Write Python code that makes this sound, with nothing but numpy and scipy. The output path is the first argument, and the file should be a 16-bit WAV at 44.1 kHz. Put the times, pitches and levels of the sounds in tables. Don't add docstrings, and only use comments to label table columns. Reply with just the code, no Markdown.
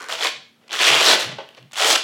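import sys
import numpy as np
from scipy import signal
from scipy.io import wavfile
from scipy.ndimage import uniform_filter1d, minimum_filter1d

SR = 44100
rng = np.random.default_rng(int(sys.argv[2]) if len(sys.argv) > 2 else 0)


def digitize_waveform(pressure):
    field = np.atleast_2d(pressure).T
    bounded = np.clip(field, -1, 1)
    quanta = np.round(bounded * 32767).astype(np.int16)
    wavfile.write(sys.argv[1], SR, quanta)


N = 89919
TIME = np.arange(N) / SR
EDGES_HZ = np.geomspace(28, 18000, 25)
CENTRES_HZ = np.sqrt(EDGES_HZ[1:] * EDGES_HZ[:-1])
BANK = [signal.butter(2, EDGES_HZ[k:k + 2], "band", fs=SR, output="sos") for k in range(len(CENTRES_HZ))]


def from_db(db):
    return 10 ** (np.asarray(db) / 20)


def rms_one(x):
    return x / np.sqrt(np.mean(x ** 2) + 1e-20)


def at_hz(points, hz):
    f, value = np.transpose(points)
    return np.interp(np.log(hz), np.log(f), value)


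def band(x, k):
    return signal.sosfilt(BANK[k], x + 1e-18)


def band_gains(spectrum):
    gain = from_db(at_hz(spectrum, CENTRES_HZ))
    power = np.sum(gain ** 2 * np.diff(EDGES_HZ)) * 2 / SR
    return gain / np.sqrt(power)


def noise(spectrum, envelope):
    return sum(g * band(envelope * rng.standard_normal(N), k) for k, g in enumerate(band_gains(spectrum)))


def drift(corner_hz):
    r = np.exp(-2 * np.pi * corner_hz / SR)
    settled = signal.lfilter([1], [1, -2 * r, r * r], rng.standard_normal(N + SR))[SR:]
    return rms_one(settled)


def bursts(rows, decay_s):
    power = sum(from_db(2 * db) * (TIME >= s) * np.exp(-2 * np.abs(TIME - s) / decay_s) for s, db in rows)
    return np.sqrt(power * 2 / (decay_s * SR))


def decay(age_s, t60_s):
    return np.exp(-np.log(1000) * age_s / t60_s)


def bell(hz, peak_hz, width_octaves):
    return np.exp(-(np.log2(hz / peak_hz) / width_octaves) ** 2)


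def hook_snaps(age_s, level_db, gate):
    hooks_per_s, full_pull_db, rate_follows = 2800, -14.5, .5
    spread_db, bunch_db, bunch_hz = 2.5, 0.5, 63
    rate = hooks_per_s * from_db(rate_follows * (level_db - full_pull_db))
    size_db = spread_db * np.minimum(rng.exponential(1, N), 3) + bunch_db * drift(bunch_hz)
    snaps = from_db(size_db) * (rng.random(N) < rate / SR)
    snaps = snaps / np.sqrt(np.abs(uniform_filter1d(snaps ** 2, size=600)) + 1e-4)
    return snaps * gate * from_db(level_db - 4.5)


def weave_rattle(snaps):
    scatter_db, scatter_s = -2, 0.0024
    r = np.exp(-2 / (scatter_s * SR))
    return from_db(scatter_db) * np.sqrt(signal.lfilter([1 - r], [1, -r], snaps ** 2 + 1e-18))


def peel(pull, flap_hz, flap_fall_s, strip_db):
    # hz, density_db
    hook = [(110, -19), (200, -8.5), (280, -8), (400, 2), (600, 3), (1000, -0.5), (1500, 0), (2100, -0.5),
            (3000, -2.5), (3800, -3.5), (5000, -4), (7500, -9.5), (10000, -19), (15500, -28.5)]
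    release_s, colour_db = 0.0055, 5.5
    body_hz, body_usual_db, treble_hz, treble_usual_db = 1080, -8.5, 4760, -11.5
    strip_octaves, flap_end_hz, flap_ring_db, flap_octaves = 0.28, 251, 3.5, 0.098

    start_s, *columns = np.transpose(pull)
    level_db, body_db, treble_db, strip_hz = [np.interp(TIME, start_s, c) for c in columns]
    age_s = np.maximum(TIME - start_s[0], 0)
    gate = (TIME >= start_s[0]) * np.exp(-np.maximum(TIME - start_s[-1], 0) / release_s)
    edge_hz = flap_end_hz + (flap_hz - flap_end_hz) * np.exp(-age_s / flap_fall_s)
    snaps = hook_snaps(age_s, level_db, gate)
    rattle = weave_rattle(snaps)

    out = 0
    for k, (hz, gain) in enumerate(zip(CENTRES_HZ, band_gains(hook))):
        low = 1 / (1 + (hz / body_hz) ** 4)
        high = 1 / (1 + (treble_hz / hz) ** 4)
        tone_db = low * (body_db - body_usual_db) + high * (treble_db - treble_usual_db)
        tone_db = tone_db + strip_db * bell(hz, strip_hz, strip_octaves)
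        tone_db = tone_db + flap_ring_db * bell(hz, edge_hz, flap_octaves)
        own = rms_one(from_db(colour_db * rng.standard_normal(N))) * rng.choice([-1, 1], N)
        drive = snaps * own + rattle * rng.standard_normal(N)
        bass_cut = 1 / np.sqrt(1 + (edge_hz / hz) ** 6)
        out = out + gain * band(drive * from_db(tone_db) * bass_cut, k)
    return out


def pulls():
    # start_s, relative level_db, low body share_db, top treble share_db, taut strip ring_hz
    first_pull = [(.083, -48, -3, -3, 3600), (.097, -25, 3, -15, 3750), (.105, -31.5, -2.5, -8, 3520),
                  (.126, -23, -3.5, -12.5, 3640), (.17, -35, -15, -14.5, 3520), (.195, -27, -8, -15, 3540),
                  (.24, -19.5, -12, -11.5, 3740), (.258, -19, -8, -16, 3740), (.285, -23.5, -24, -15, 3350),
                  (.3, -37, -31, -10, 3400)]
    long_pull = [(.674, -50, -6, -5, 3000), (.70, -42, -7, -22, 2870), (.728, -23.5, -11, -12.5, 2780),
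                 (.782, -24.5, -18, -13, 3060), (.806, -13.5, -13, -17, 3000),
                 (.836, -12.5, -20, -14.5, 2930), (.848, -13, -16.5, -16.5, 2980),
                 (.878, -11.5, -15.5, -12, 2800), (.915, -14.5, -11.5, -16.5, 2830),
                 (.95, -14.5, -11.5, -12, 3060), (.978, -15.5, -14.5, -17, 2970),
                 (1.012, -14, -7.5, -12.5, 2980), (1.03, -18, -14.5, -8.5, 3500),
                 (1.064, -11.5, -9.5, -11.5, 3600), (1.116, -11.5, -10, -12, 3950),
                 (1.145, -16.5, -5.5, -11, 3600), (1.172, -29.5, -5.5, -21, 3420),
                 (1.2, -21, -11.5, -9.5, 3430), (1.248, -28, -10.5, -12, 3500),
                 (1.26, -43.5, -6, -27, 3300)]
    last_pull = [(1.711, -57, -10, 3, 3400), (1.729, -47, -3, -2, 3400), (1.733, -37.5, -5, -4, 3330),
                 (1.75, -34.5, -11, -18, 3200), (1.772, -30, -9, -6, 3160), (1.779, -26, -8, -4.5, 3170),
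                 (1.797, -19.5, -7, -9.5, 2960), (1.85, -16, -5.5, -10, 3000), (1.878, -19, -10, -2, 3160),
                 (1.903, -16.5, -3, -3, 3100), (1.93, -14.5, -14.5, -7.5, 3480),
                 (1.945, -19, -10.5, -10.5, 3350), (1.961, -11, -18, -13, 2960),
                 (1.966, -30, -9, -27, 3100)]
    first = peel(first_pull, flap_hz=694, flap_fall_s=0.15, strip_db=2.5)
    long = peel(long_pull, flap_hz=420, flap_fall_s=.045, strip_db=7)
    last = peel(last_pull, flap_hz=1280, flap_fall_s=0.069, strip_db=6)
    return first + long + last


def tufts():
    # start_s, relative energy_db
    tuft_rows = [(.0835, -34), (.0945, -19), (.1245, -7), (.1525, -9.5), (.188, -20), (.208, -5),
                 (.2245, -2), (.2465, 2), (.2585, -12), (.2695, 1.5), (.7085, -15), (.7175, -16),
                 (.7905, -8), (.804, -11), (.827, -4.5), (.833, -2.5), (.853, -4), (.872, 3), (.9035, -6),
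                 (.9332, 4), (.965, -6), (1.0965, -15), (1.1125, -3), (1.132, 7.5), (1.221, -11),
                 (1.243, -33), (1.7115, -27.5), (1.731, -19), (1.7569, -15), (1.7669, -10), (1.775, -7),
                 (1.958, 1.5)]
    # hz, density_db
    tuft_spectrum = [(80, -38), (250, -14), (550, -0.5), (1200, 5), (2100, -2.5), (3300, 12), (5000, -12),
                     (8000, -23.5), (15500, -30)]
    return from_db(5) * noise(tuft_spectrum, bursts(tuft_rows, decay_s=0.0018))


def grip():
    # start_s, relative energy_db
    creak_rows = [(.002, -8), (.007, -3.5), (.018, -1), (.025, -1.5), (.030, -3), (.041, 0.5), (.063, -12),
                  (.086, 3.5)]
    # hz, density_db
    creak_spectrum = [(150, -36), (400, 2), (800, -10), (1100, -1), (1450, -2), (2200, -10.5), (4000, -11),
                      (8000, -12.5), (15000, -42)]
    # hz, density_db
    rub_spectrum = [(200, -24), (400, -4), (750, -14), (1150, 2), (1450, -4.5), (1900, -4), (4000, -13),
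                    (15000, -39)]
    rub_db, rub_fade_s, creak_db = -41.5, .13, -12.5
    hollow_hz, hollow_q, hollow_db = 1500, 13, 7.5
    rub = noise(rub_spectrum, from_db(rub_db) * np.exp(-(TIME / rub_fade_s) ** 2))
    creaks = from_db(creak_db) * noise(creak_spectrum, bursts(creak_rows, decay_s=.0018))
    direct = rub + creaks
    hollow = signal.lfilter(*signal.iirpeak(hollow_hz, hollow_q, fs=SR), direct)
    return direct + from_db(hollow_db) * hollow


def fastener_ticks():
    # start_s, relative energy_db
    tick_rows = [(1.489, 8), (1.548, 4.5), (1.571, 2), (1.5795, -5), (1.6272, 1.5)]
    # hz, density_db
    tick_spectrum = [(300, -13), (1800, -14), (3300, 13), (5000, -9), (9000, -14), (15000, -24)]
    return from_db(-27.5) * noise(tick_spectrum, bursts(tick_rows, decay_s=0.0013))


def cloth_brush():
    # time_s, level_db before the flicker
    brush_rows = [(.57, -89), (.61, -62), (.67, -63), (.7, -73), (1.22, -84), (1.26, -37), (1.32, -37.5),
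                  (1.36, -51), (1.43, -54), (1.5, -57.5), (1.545, -55), (1.565, -52), (1.575, -47),
                  (1.6, -58.5), (1.65, -68), (1.7, -83)]
    # hz, density_db
    cloth_spectrum = [(40, -46), (100, -20), (250, -2), (600, 4), (1000, -3), (2000, -3), (3300, -3),
                      (6000, -17), (15000, -48)]
    flicker_db = 2.9 * drift(82)
    level_db = np.interp(TIME, *np.transpose(brush_rows)) + flicker_db
    return noise(cloth_spectrum, from_db(level_db))


def buckle():
    # start_s, level_db
    knock_rows = [(1.384, -28.5), (1.402, -33.5)]
    # pitch_hz, relative level_db, t60_s
    modes = [(409, -9.5, 0.12), (540.6, 0, 0.099), (632, -7.5, 0.18), (803, -2, .13), (912, 0, 0.091),
             (1060, -4.5, 0.046), (1190, -15, 0.076), (1523, -6.5, 0.092), (2080, -27, .06)]
    # hz, density_db
    crack_spectrum = [(60, -34), (250, -14), (450, 5), (900, -1), (1400, -2.5), (3300, -2), (6000, -20),
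                      (15000, -72)]
    out = from_db(22.5) * noise(crack_spectrum, bursts(knock_rows, decay_s=0.013))
    for start_s, knock_db in knock_rows:
        age_s = np.maximum(TIME - start_s, 0)
        for k, (hz, mode_db, t60_s) in enumerate(modes):
            ring = decay(age_s, t60_s) * np.sin(2 * np.pi * hz * age_s)
            out = out + (-1) ** k * from_db(knock_db + mode_db) * ring
    return out


def table_bumps():
    # peak_s, boom level_db, decay_s
    bump_rows = [(0.023, -65, .04), (0.124, -62, .05), (.375, -57, 0.026), (.72, -64, 0.049),
                 (0.915, -37, 0.032), (0.953, -47, 0.027), (1.136, -71, .04), (1.228, -50, 0.022),
                 (1.274, -35, 0.032), (1.332, -42, 0.04), (1.614, -48, 0.022), (1.642, -50, 0.046),
                 (1.902, -59, .06)]
    # hz, density_db
    thud_spectrum = [(40, -37), (85, -30), (125, -15), (170, 16), (220, 1.5), (290, -9), (400, -6),
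                     (900, -45)]
    table_hz, waver, waver_hz, rise_s, thud_db = 128, .07, 33.3, 0.016, -6.5
    envelope = 0
    for peak_s, db, decay_s in bump_rows:
        age_s = TIME - peak_s
        fall = np.where(age_s < 0, (age_s / rise_s) ** 2, age_s / decay_s)
        envelope = envelope + from_db(db) * np.exp(-fall)
    phase = 2 * np.pi * np.cumsum(table_hz * (1 + waver * drift(waver_hz))) / SR
    boom = envelope * np.sin(phase)
    return boom + from_db(thud_db) * noise(thud_spectrum, envelope)


def room_tail(t60_s):
    delay_s = 0.013
    age_s = TIME[:SR]
    h = rng.standard_normal(SR) * (age_s > delay_s) * decay(age_s, t60_s)
    return rms_one(h) / np.sqrt(SR)


def room(x):
    # hz, t60_s
    room_t60 = [(125, 0.31), (500, 0.38), (1200, 0.33), (2200, 0.42), (3400, 0.45), (5500, 0.4),
                (8000, .34), (15000, 0.092)]
    # hz, level_db
    room_level = [(40, -34), (125, 0.5), (500, -8.5), (1200, -8.5), (2200, -7), (3500, -6), (5000, -7),
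                  (8000, -8.5), (15000, -4.5)]
    turns_per_s = 3
    turn, out = 2 * np.pi * turns_per_s * TIME, 0
    for share in (np.cos(turn), np.sin(turn)):
        tail = 0
        for k, hz in enumerate(CENTRES_HZ):
            tail = tail + from_db(at_hz(room_level, hz)) * band(room_tail(at_hz(room_t60, hz)), k)
        out = out + signal.fftconvolve(x * share, tail)[:N]
    return out


def room_floor():
    # hz, density_db
    air_spectrum = [(30, -18), (70, -18), (125, -0.5), (240, -1), (330, -3), (700, -10), (1600, -11),
                    (4000, -21), (8000, -24), (15000, -28)]
    air_db, hum_hz, hum_rms_db = -62.5, 232, -67.5
    hum = from_db(hum_rms_db) * np.sqrt(2) * np.sin(2 * np.pi * hum_hz * TIME)
    return noise(air_spectrum, from_db(air_db)) + hum


def scene():
    near = pulls() + tufts() + grip() + fastener_ticks() + cloth_brush() + buckle()
    return (near + room(near) + table_bumps() + room_floor())[None]


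def record(dry):
    ceiling, bass_cut_hz, top_cut_hz = .9, 65, 15900
    gain = minimum_filter1d(ceiling / np.maximum(np.abs(dry), ceiling), size=61)
    limited = dry * uniform_filter1d(gain, size=61)
    x = signal.sosfilt(signal.butter(2, bass_cut_hz, "high", fs=SR, output="sos"), limited)
    return signal.sosfilt(signal.ellip(12, .1, 90, top_cut_hz, fs=SR, output="sos"), x)


dry = scene()
out = record(dry)
digitize_waveform(out)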